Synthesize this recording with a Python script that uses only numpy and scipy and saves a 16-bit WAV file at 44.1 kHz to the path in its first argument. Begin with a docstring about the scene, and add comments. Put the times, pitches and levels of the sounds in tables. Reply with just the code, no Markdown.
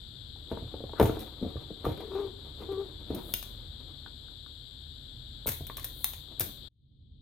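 """Circuit board on a workbench

A circuit board rocks and drops onto a bench, each impact exciting the damped modes of both. Dragged
round, it scrapes and groans by stick-slip friction. A soldering iron and a desoldering pump tick and
snap against it. A small room reverberates faintly, over a low hum and hiss mainly on the left;
near the end the whole sound dips."""
import sys
import numpy as np
from scipy import signal
from scipy.fft import rfft, irfft, next_fast_len
from scipy.io import wavfile
from scipy.ndimage import uniform_filter1d

SR = 44100
rng = np.random.default_rng(int(sys.argv[2]) if len(sys.argv) > 2 else 0)


def store_pcm(level_fs):
    """Save levels as 16-bit WAV."""
    pcm = np.round(np.clip(level_fs, -1, 1) * 32767).astype(np.int16)
    wavfile.write(sys.argv[1], SR, np.atleast_2d(pcm).T)


N = 318160
TIME = np.arange(N) / SR
AGE = np.arange(SR // 5) / SR  # time since an impact [s]

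# rumble and hum together: (time [s], level [dB])
ROOM_LEVEL = [(0, -48.5), (2, -48.5), (3.5, -46.5), (4.6, -51), (5.1, -48.5), (5.8, -46), (6.3, -51.5),
              (6.7, -47.5)]
# tool tip on the board: (time [s], level [dB], main mode [Hz], contact cutoff [Hz])
TOOL_TAPS = [(0.359, -56, 824, 1500), (0.573, -43.5, 965, 1490), (.934, -45, 920, 1210),
             (1.566, -46.5, 1150, 1500), (1.852, -31.5, 1185, 1460), (2.61, -60, 706, 1200),
             (4.061, -44.5, 1485, 1991), (4.283, -57.5, 1480, 1800), (4.462, -54, 1465, 1811),
             (5.699, -37, 1040, 2400), (5.7813, -45, 1070, 2200), (5.794, -52, 1110, 2800)]
# hands and tools brushing the bench: (time [s], level [dB])
BRUSH_LEVEL = [(0, -80.5), (.7, -57.5), (3.3, -60), (4.3, -67.5), (5.3, -83), (5.8, -65), (7.2, -67)]
# board pushed over the bench: (start [s], length [s], level [dB])
BOARD_PUSHES = [(.51, 0.024, -48.5), (1.0, 0.088, -39.5), (1.2, 0.031, -46), (1.43, 0.094, -50),
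                (1.86, 0.042, -40.5), (2.0, 0.16, -49.5), (2.61, 0.19, -53), (3.1, 0.066, -45.5)]
# board striking the bench: (time [s], level [dB], contact cutoff [Hz], bench thud [dB],
# rebound gap [s], decay time relative to the free board [ratio])
BOARD_KNOCKS = [(0.5154, -30, 980, -37.5, 0.011, 0.59), (0.572, -37.5, 1460, -53, 0.0018, 0.63),
                (0.623, -44.5, 600, -40.5, 0.02, 0.85), (0.74, -34.5, 1040, -47, 0.00017, 0.92),
                (0.8041, -39, 950, -44, 0, .6), (0.8381, -35, 940, -43, 0.0023, 0.68),
                (0.894, -46, 1240, -48, 0.00026, 0.63), (0.9335, -36.5, 950, -61, 0.00031, 0.5),
                (0.9983, -16.5, 1440, -33, 0.00041, 1.06), (1.0099, -16.5, 1550, -26.5, 0.00029, .9),
                (1.0282, -22.5, 1200, -25, 0.00038, 0.49), (1.054, -27, 1520, -39, 0.01, 0.73),
                (1.0953, -26, 1300, -38, 0.0006, 0.54), (1.131, -40.5, 800, -48, 0, .5),
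                (1.169, -32.5, 1198, -44, 0.00014, .5), (1.414, -37, 375, -66, 0.0013, 0.69),
                (1.4255, -29, 595, -43, 0.00074, 1.13), (1.4482, -34, 520, -40, 0.012, 0.84),
                (1.5564, -38, 623, -34, 0.0088, 0.42), (1.7044, -38.5, 476, -52, 0.0017, 0.62),
                (1.8439, -34.5, 1413, -45, 0.00094, 0.88), (1.865, -25.5, 849.6, -29.5, 0.0019, 0.93),
                (1.887, -35, 950, -32.5, 0, .8), (3.1027, -30, 520, -38.5, 0.00015, 0.52),
                (5.4596, -35, 900, -41, 0.002, .25), (5.4787, -38, 1699, -38.5, 0.00048, .3),
                (5.6079, -42.5, 700, -38.5, 0.00086, 0.71), (6.4054, -36, 1199, -43.5, 0, 0.22)]
# one gritty rub, then two faint high hisses that each swell up to a snap:
# (start [s], end [s], final level [dB], centre [Hz], bandwidth [Hz])
NOISE_SWELLS = [(0.954, 1.018, -44.5, 1390, 400), (3.206, 3.333, -54.5, 12650, 5500),
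                (5.913, 6.041, -52.5, 12800, 5500)]
# metal and plastic snaps: (time [s], level [dB], rattle t60 [s], rebound gap [s],
# body relative to treble [dB], main mode [Hz], relative ring level [dB])
TOOL_SNAPS = [(.9979, -32, 0.064, 0.015, 4, 3500, -6), (1.0279, -34, .07, 0.000059, 4, 3400, -16),
              (1.057, -38, 0.15, 0.00033, 6.5, 3060, -10), (1.1934, -41.5, 0.12, 0.01, 3, 3380, -12),
              (1.851, -47, 0.072, 0.014, 2, 3487, 0.5), (3.1485, -37, 0.045, 0, 0.5, 3550, -12),
              (3.3383, -20.5, 0.013, 0, 0.5, 3250, -14), (3.4275, -37, 0.023, 0.0009, 11.5, 3500, -23),
              (5.466, -31.5, 0.067, 0.00023, -4.5, 3720, -16.5), (5.4715, -22, 0.032, 0, -1.5, 3470, -24),
              (5.4783, -30, 0.045, 0, 4.5, 3770, -23), (5.4875, -28, 0.068, 0, 3.5, 4600, -24),
              (5.518, -32, 0.024, 0.0041, 2.5, 3450, -25.5),
              (5.6682, -38, 0.024, 0.0036, -3.5, 3470, -15.5), (5.7698, -34, 0.052, 0.0019, 2.5, 3460, -14),
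              (5.796, -42, 0.032, 0, 9.5, 3093, -15), (5.83, -42.5, 0.034, 0.00037, 3, 3540, -15),
              (5.844, -30, 0.045, 0, 1.5, 3476, -22.5), (6.0434, -17, 0.013, 0, 1, 3694, -14.5),
              (6.1348, -40, 0.046, 0.0016, 10, 3496, -8), (6.3963, -23.5, 0.067, 0.0012, -5, 3621, -22),
              (6.407, -25, 0.051, 0.0034, 5, 3504, -23)]
# hand landing on bench or board: (start [s], length [s], level [dB])
HAND_SCUFFS = [(1.866, .015, -41), (3.105, .06, -37), (3.19, .16, -51), (5.479, .012, -43.5),
               (6.407, .008, -39.5), (6.45, 0.043, -52)]
# board's edge sliding without catching: (start [s], length [s], level [dB])
EDGE_SLIDES = [(1.99, .13, -46), (2.13, 0.11, -43), (2.6, 0.22, -48.5)]
# board's edge gripping: (start [s], length [s], level [dB], slip rate [Hz], relative grit level [dB])
EDGE_GRIPS = [(2.116, 0.018, -40, 392, -12), (2.154, 0.02, -31.5, 386.4, -16),
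              (2.185, 0.011, -30, 404, -17.5), (2.212, 0.036, -37.5, 397.1, -19.5),
              (2.691, 0.035, -33.5, 393.2, -28), (2.738, 0.027, -37, 383.3, -26),
              (2.777, 0.034, -34.5, 395.2, -32)]

# modes of the free board, bench top and thin metal parts: (frequency [Hz], gain [dB], t60 [s])
BOARD_MODES = [(170, -18, 0.04), (233, -4, 0.087), (269, -7, 0.04), (305, -6, 0.15), (392, -10.5, 0.07),
               (427, -1.5, 0.06), (497, 3, 0.056), (590, -9.5, .045), (677, -10, 0.053), (745, -16, 0.06),
               (890, -19.5, 0.03), (1130, -8.5, 0.035), (1350, -26, 0.017), (1720, -22, 0.03)]
BENCH_MODES = [(48, -14.5, 0.1), (80.1, -2.5, 0.21), (102, -7.5, 0.11), (123, -6, 0.15), (160, -13, 0.1)]
METAL_MODES = [(9730, -6.5, .16), (13297, -1, .13), (13620, -2, .13), (13944, 0.5, .13)]
# modes of the tapped board and tool bodies: (frequency over main mode [ratio], gain [dB], t60 [s])
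TAP_MODES = [(.56, -9, 0.014), (.74, -11, .012), (1, -2, 0.018), (1.15, -11.5, 0.012), (1.55, -9.5, 0.007)]
TOOL_MODES = [(.7, -11, .03), (.87, -8.5, 0.032), (.95, -7, 0.03), (1.01, 0.5, 0.024), (1.14, -3, .018)]

# spectral envelopes of the noises: (frequency [Hz], gain [dB])
RUMBLE_SPECTRUM = [(15, -16.5), (28, -12), (43, -8.5), (57, -4.5), (76, 2.5), (100, -4.5), (135, -6),
                   (165, -20), (240, -15.5), (420, -26.5), (700, -33.5), (1200, -40), (1520, -32),
                   (2100, -43), (16000, -64)]
HISS_SPECTRUM = [(2000, -35), (2750, -24), (3030, -10.5), (3300, 1), (3700, 2.5), (4200, -2.5), (4700, -12),
                 (5300, -32), (6600, -46), (7300, -21.5), (7800, -20.5), (9000, -34.5), (10400, -49.5),
                 (11500, -23.5), (13200, -34.5), (16000, -50.5)]
SCRAPE_SPECTRUM = [(60, -16), (150, -11.5), (280, 0), (450, -3.5), (650, -12), (1150, -16), (1800, -27.5),
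                   (3000, -27.5), (8000, -46.5), (12500, -29), (16000, -63.5)]
CHATTER_SPECTRUM = [(60, -36.5), (200, 0), (450, 3.5), (800, -4.5), (1150, -10), (1700, -13.5),
                    (2500, -16.5), (5000, -12), (16000, -44)]
SNAP_SPECTRUM = [(150, -18.5), (400, -8.5), (900, -8), (3400, -9), (8000, -9.5), (10500, 0), (12500, 2),
                 (13800, 11.5), (16000, -7)]
SCUFF_SPECTRUM = [(50, -12), (110, 3.5), (340, 2), (470, -11), (620, -7), (1300, -32.5), (4000, -52.5)]
EDGE_SPECTRUM = [(150, -35), (330, -3), (400, 1.5), (455, 0.5), (540, -22), (1150, -23), (1400, -33),
                 (4000, -49.5)]
GRIT_SPECTRUM = [(300, -10), (680, 9), (1100, 8), (1350, -17), (1900, -11), (4000, -18), (16000, -56)]


def undb(db):
    """Amplitude ratio of a level in decibels."""
    return 10 ** (np.asarray(db) / 20)


def unit(x):
    """Normalisation to unit rms."""
    return x / np.sqrt(np.mean(x ** 2) + 1e-18)


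def unit_onset(x, seconds):
    """Normalisation to unit rms over the start of a transient."""
    return x / np.sqrt(np.mean(x[:int(seconds * SR)] ** 2))


def envelope(rows):
    """Amplitude from linear interpolation of (time, level) rows."""
    return undb(np.interp(TIME, *np.transpose(rows)))


def colour(x, spectrum):
    """Minimum-phase filtering: folding the cepstrum makes the response causal."""
    size = next_fast_len(x.shape[-1] + 2048)
    size += size % 2
    hz, db = np.transpose(spectrum)
    bin_hz = np.arange(size // 2 + 1) * SR / size
    cepstrum = irfft(np.log(undb(np.interp(np.log(bin_hz + 1), np.log(hz), db))))
    cepstrum[1:size // 2] *= 2
    cepstrum[size // 2 + 1:] = 0
    return irfft(rfft(x, size) * np.exp(rfft(cepstrum)))[..., :x.shape[-1]]


def lowpass(x, hz, order=2):
    """Maximally flat low-pass filtering."""
    return signal.sosfilt(signal.butter(order, hz, fs=SR, output="sos"), x)


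def noise(spectrum):
    """Spectrally shaped noise of unit rms."""
    return unit(colour(rng.standard_normal(N), spectrum))


def wander(rate_hz):
    """Smooth random modulation of unit rms."""
    hold = int(SR / rate_hz)
    steps = np.repeat(rng.standard_normal(N // hold + 1), hold)
    return unit(uniform_filter1d(steps, hold)[:N])


def decay(t60):
    """Exponential damping, 60 dB in t60 seconds."""
    return np.exp(-np.log(1000) * AGE / t60)


def ring(modes, scatter_db, detune):
    """Modal superposition: each blow lands elsewhere and weights the damped modes anew."""
    draws = rng.standard_normal((len(modes), 2))
    return sum((-1) ** k * undb(db + scatter_db * a) * decay(t60)
               * np.sin(2 * np.pi * hz * (1 + detune * b) * AGE)
               for k, ((hz, db, t60), (a, b)) in enumerate(zip(modes, draws)))


def bounces(start, gap, loss_db=-6, shrink=0.76):
    """Inelastic collision, as (time, level): a gap over 3 ms gives two ever weaker, quicker rebounds."""
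    if gap <= 0.003:
        return [(start, 0)]
    return [(start, 0), (start + gap, loss_db), (start + gap + gap * shrink, 2 * loss_db)]


def strokes(rows, attack_s, release_s):
    """Exponential envelopes: each stroke swells up to its start, holds and dies away."""
    return np.max([undb(db) * np.exp(np.minimum(TIME - start, 0) / attack_s
                                     - np.maximum(TIME - start - length, 0) / release_s)
                   for start, length, db in rows], axis=0)


def add(track, start, x):
    """Superposition of an event on a track."""
    i = int(start * SR)
    track[i:i + len(x)] += x[:N - i]


def place(x, left_db, room_db, t60, bright_hz):
    """Direct sound plus a diffuse field, which is more alike in both channels in the bass."""
    t = np.arange(2 * len(AGE)) / SR
    tail = rng.standard_normal((2, len(t))) * np.exp(-np.log(1000) * t / t60) * (1 - np.exp(-t / 0.0021))
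    tail += lowpass(tail[::-1] - tail, 200, order=1) / 2
    tail /= np.sqrt(np.sum(tail ** 2, axis=1, keepdims=True))
    diffuse = signal.fftconvolve(x[None], lowpass(tail, bright_hz, order=1), axes=1)[:, :N]
    return (x + undb(room_db) * diffuse) * undb([[left_db / 2], [-left_db / 2]])


def room_tone():
    """Ambient rumble, coherent between the channels in the bass, with two wavering hum tones."""
    mid, side = noise(RUMBLE_SPECTRUM), noise(RUMBLE_SPECTRUM)
    side = signal.sosfilt(signal.butter(1, 400, "high", fs=SR, output="sos"), side)
    hum = np.sin(2 * np.pi * np.cumsum(43 + 1.1 * wander(13)) / SR) * undb(-2.5 + 2 * wander(2.4))
    hum += undb(-15) * np.sin(2 * np.pi * np.cumsum(139 + 2 * wander(8)) / SR)
    return unit(np.array([mid + side, mid - side]) + hum) * envelope(ROOM_LEVEL)


def electronic_hiss():
    """Electronic noise: a band mainly in the left channel, above a flat floor."""
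    band = noise(HISS_SPECTRUM) * undb([[-46], [-70]])
    floor = undb(-76) * rng.standard_normal((2, N))
    return lowpass(band + floor, 12550, order=12)


def taps():
    """Point excitation by a tool tip: the spot sets the board's modes, the contact their brightness."""
    out = np.zeros(N)
    for start, db, main_hz, contact_hz in TOOL_TAPS:
        modes = [(main_hz * ratio, gain_db, t60) for ratio, gain_db, t60 in TAP_MODES]
        clack = unit_onset(rng.standard_normal(len(AGE)) * decay(0.0065), 0.0033)
        ringing = unit_onset(ring(modes, scatter_db=2.5, detune=0.011), 0.0069)
        tap = lowpass(ringing + undb(4) * clack, contact_hz, order=5)
        add(out, start, undb(db) * unit_onset(tap, 0.004))
    return place(out, left_db=1, room_db=-4, t60=0.14, bright_hz=5040)


def scrape():
    """Sliding friction: the board scrapes unevenly at each push; hands brush faintly in between."""
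    grains = rng.standard_normal(N) * undb(4.4 * wander(70))
    pushes = strokes(BOARD_PUSHES, attack_s=0.021, release_s=0.086)
    friction = unit(colour(grains, SCRAPE_SPECTRUM)) * np.hypot(pushes, envelope(BRUSH_LEVEL))
    return place(friction, left_db=2.5, room_db=-1, t60=0.2, bright_hz=4000)


def knocks():
    """Impact excitation of board and bench: softer contact dulls the board's ring, a hand damps it."""
    board, bench = np.zeros(N), np.zeros(N)
    for start, db, contact_hz, thud_db, gap, decay_ratio in BOARD_KNOCKS:
        modes = [(hz, gain_db, t60 * decay_ratio) for hz, gain_db, t60 in BOARD_MODES]
        for time, loss_db in bounces(start, gap):
            # the parts on the board chatter briefly after the impulse
            chatter = undb(-16.5) * rng.standard_normal(len(AGE)) * decay(0.057 * decay_ratio)
            contact = unit_onset(colour((AGE == 0) + chatter, CHATTER_SPECTRUM), 0.013)
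            ringing = unit_onset(ring(modes, scatter_db=5.5, detune=0.02), 0.003)
            blow = lowpass(contact + ringing, contact_hz, order=3)
            thud = ring(BENCH_MODES, scatter_db=3, detune=0.05)
            add(board, time, undb(db + loss_db) * unit_onset(blow, 0.0055))
            add(bench, time, undb(thud_db + loss_db) * unit_onset(thud, 0.025))
    return (place(board, left_db=3.5, room_db=-5.5, t60=0.34, bright_hz=6000)
            + place(bench, left_db=-1, room_db=-7, t60=0.4, bright_hz=903))


def swells():
    """Band noise under a linear ramp: one gritty rub, then faint high hisses swelling up to a snap."""
    out = np.zeros(N)
    for start, end, db, hz, width in NOISE_SWELLS:
        size = int((end - start) * SR)
        grains = rng.standard_normal(size) * undb(2.2 * rng.exponential(size=size))
        band = signal.butter(2, [hz - width / 2, hz + width / 2], "band", fs=SR, output="sos")
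        ramp = np.linspace(0.15, 1, size)
        add(out, start, undb(db) * unit(signal.sosfilt(band, grains)) * ramp)
    return place(out, left_db=9.5, room_db=-5.5, t60=0.28, bright_hz=12000)


def snaps(strike_db=19.5, rattle_db=5.5, shimmer_db=-27, body_hz=6460):
    """Hard contact gives a broadband crack and rattle, and rings the tool and its thin metal parts."""
    out = np.zeros(N)
    for start, db, rattle_t60, gap, body_db, main_hz, ring_db in TOOL_SNAPS:
        modes = [(main_hz * ratio, gain_db, t60) for ratio, gain_db, t60 in TOOL_MODES]
        shelf = [(body_hz, body_db), (2 * body_hz, 0)]
        for time, loss_db in bounces(start, gap):
            ragged = undb(4 * np.repeat(rng.standard_normal(len(AGE)), 40)[:len(AGE)])
            rattle = undb(rattle_db) * ragged * decay(rattle_t60)
            grit = rng.standard_normal(len(AGE)) * (decay(0.0053) + rattle)
            contact = colour(grit + undb(strike_db) * (AGE == 0), SNAP_SPECTRUM)
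            crack = unit_onset(colour(contact, shelf), 0.0018)
            ping = undb(ring_db) * unit_onset(ring(modes, scatter_db=1.5, detune=0.002), 0.0011)
            shimmer = undb(shimmer_db) * unit_onset(ring(METAL_MODES, scatter_db=4, detune=0.012), 0.004)
            add(out, time, undb(db + loss_db) * (crack + ping + shimmer))
    left, right = place(out, left_db=4, room_db=-2.5, t60=0.36, bright_hz=13500)
    return np.array([left, np.roll(right, 1)])  # the path to the right is slightly longer


def scuffs():
    """Soft contact: the side of a hand lands and slides, a dull thump without ringing."""
    pressure = strokes(HAND_SCUFFS, attack_s=0.003, release_s=0.025)
    return place(noise(SCUFF_SPECTRUM) * pressure, left_db=1.5, room_db=-6.5, t60=0.3, bright_hz=3000)


def groan(slip_hz_per_db=1.5):
    """Stick-slip oscillation of the board's edge, slower under a weaker grip, amid sliding noise."""
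    rows = np.array(EDGE_GRIPS)
    grip = strokes(rows[:, :3], attack_s=0.0045, release_s=0.03)
    hold_times = np.sort(np.ravel([rows[:, 0], rows[:, 0] + rows[:, 1]]))
    full_db, full_hz, grit_db = (np.interp(TIME, hold_times, np.repeat(col, 2)) for col in rows.T[2:])
    eased_db = 20 * np.log10(np.clip(grip / undb(full_db), 0.1, 1))
    slip_hz = (full_hz + slip_hz_per_db * eased_db) * (1 + 0.014 * wander(200))
    phase = 2 * np.pi * np.cumsum(slip_hz) / SR
    overtones = sum(undb(db + 2 * wander(60)) * np.sin(k * phase + 0.3 * wander(150))
                    for k, db in enumerate([-22, -21, -38], 2))
    grit = noise(GRIT_SPECTRUM) * (1 + np.sin(phase))  # one burst per slip
    judder = (unit(np.sin(phase) + overtones) + undb(grit_db) * grit) * grip * undb(1.2 * wander(110))
    sliding = strokes(EDGE_SLIDES, attack_s=0.01, release_s=0.047)
    rubbing = noise(EDGE_SPECTRUM) * sliding * undb(2.1 * wander(90))
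    return place(judder + rubbing, left_db=6, room_db=-13, t60=0.57, bright_hz=4000)


def dip(sound, hiss, start_s=6.68, fall_s=0.0083, depth_db=-26.5, recover_s=0.22):
    """Sudden attenuation: everything drops away, and only the bass and a faint hiss creep back."""
    age = np.maximum(TIME - start_s, 0)
    crossfade = np.clip(age / fall_s, 0, 1)
    bass = lowpass(sound - lowpass(sound, 110, order=1), 183)
    muffled = undb(4.5) * bass + undb(-17.5) * lowpass(hiss, 4300)
    recovery = undb(depth_db * np.exp(-age / recover_s))
    return (1 - crossfade) * (sound + hiss) + crossfade * recovery * muffled


def scene():
    """Linear superposition of all sources, dipping near the end."""
    room, hiss = room_tone(), electronic_hiss()
    sound = knocks() + snaps() + taps() + swells() + scrape() + scuffs() + groan() + room
    return dip(sound, hiss)


def record(dry):
    """Band limiting: a steep low-pass removes the treble above 16.2 kHz."""
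    return signal.sosfilt(signal.ellip(8, 0.2, 70, 16200, fs=SR, output="sos"), dry)


dry = scene()
out = record(dry)
store_pcm(out)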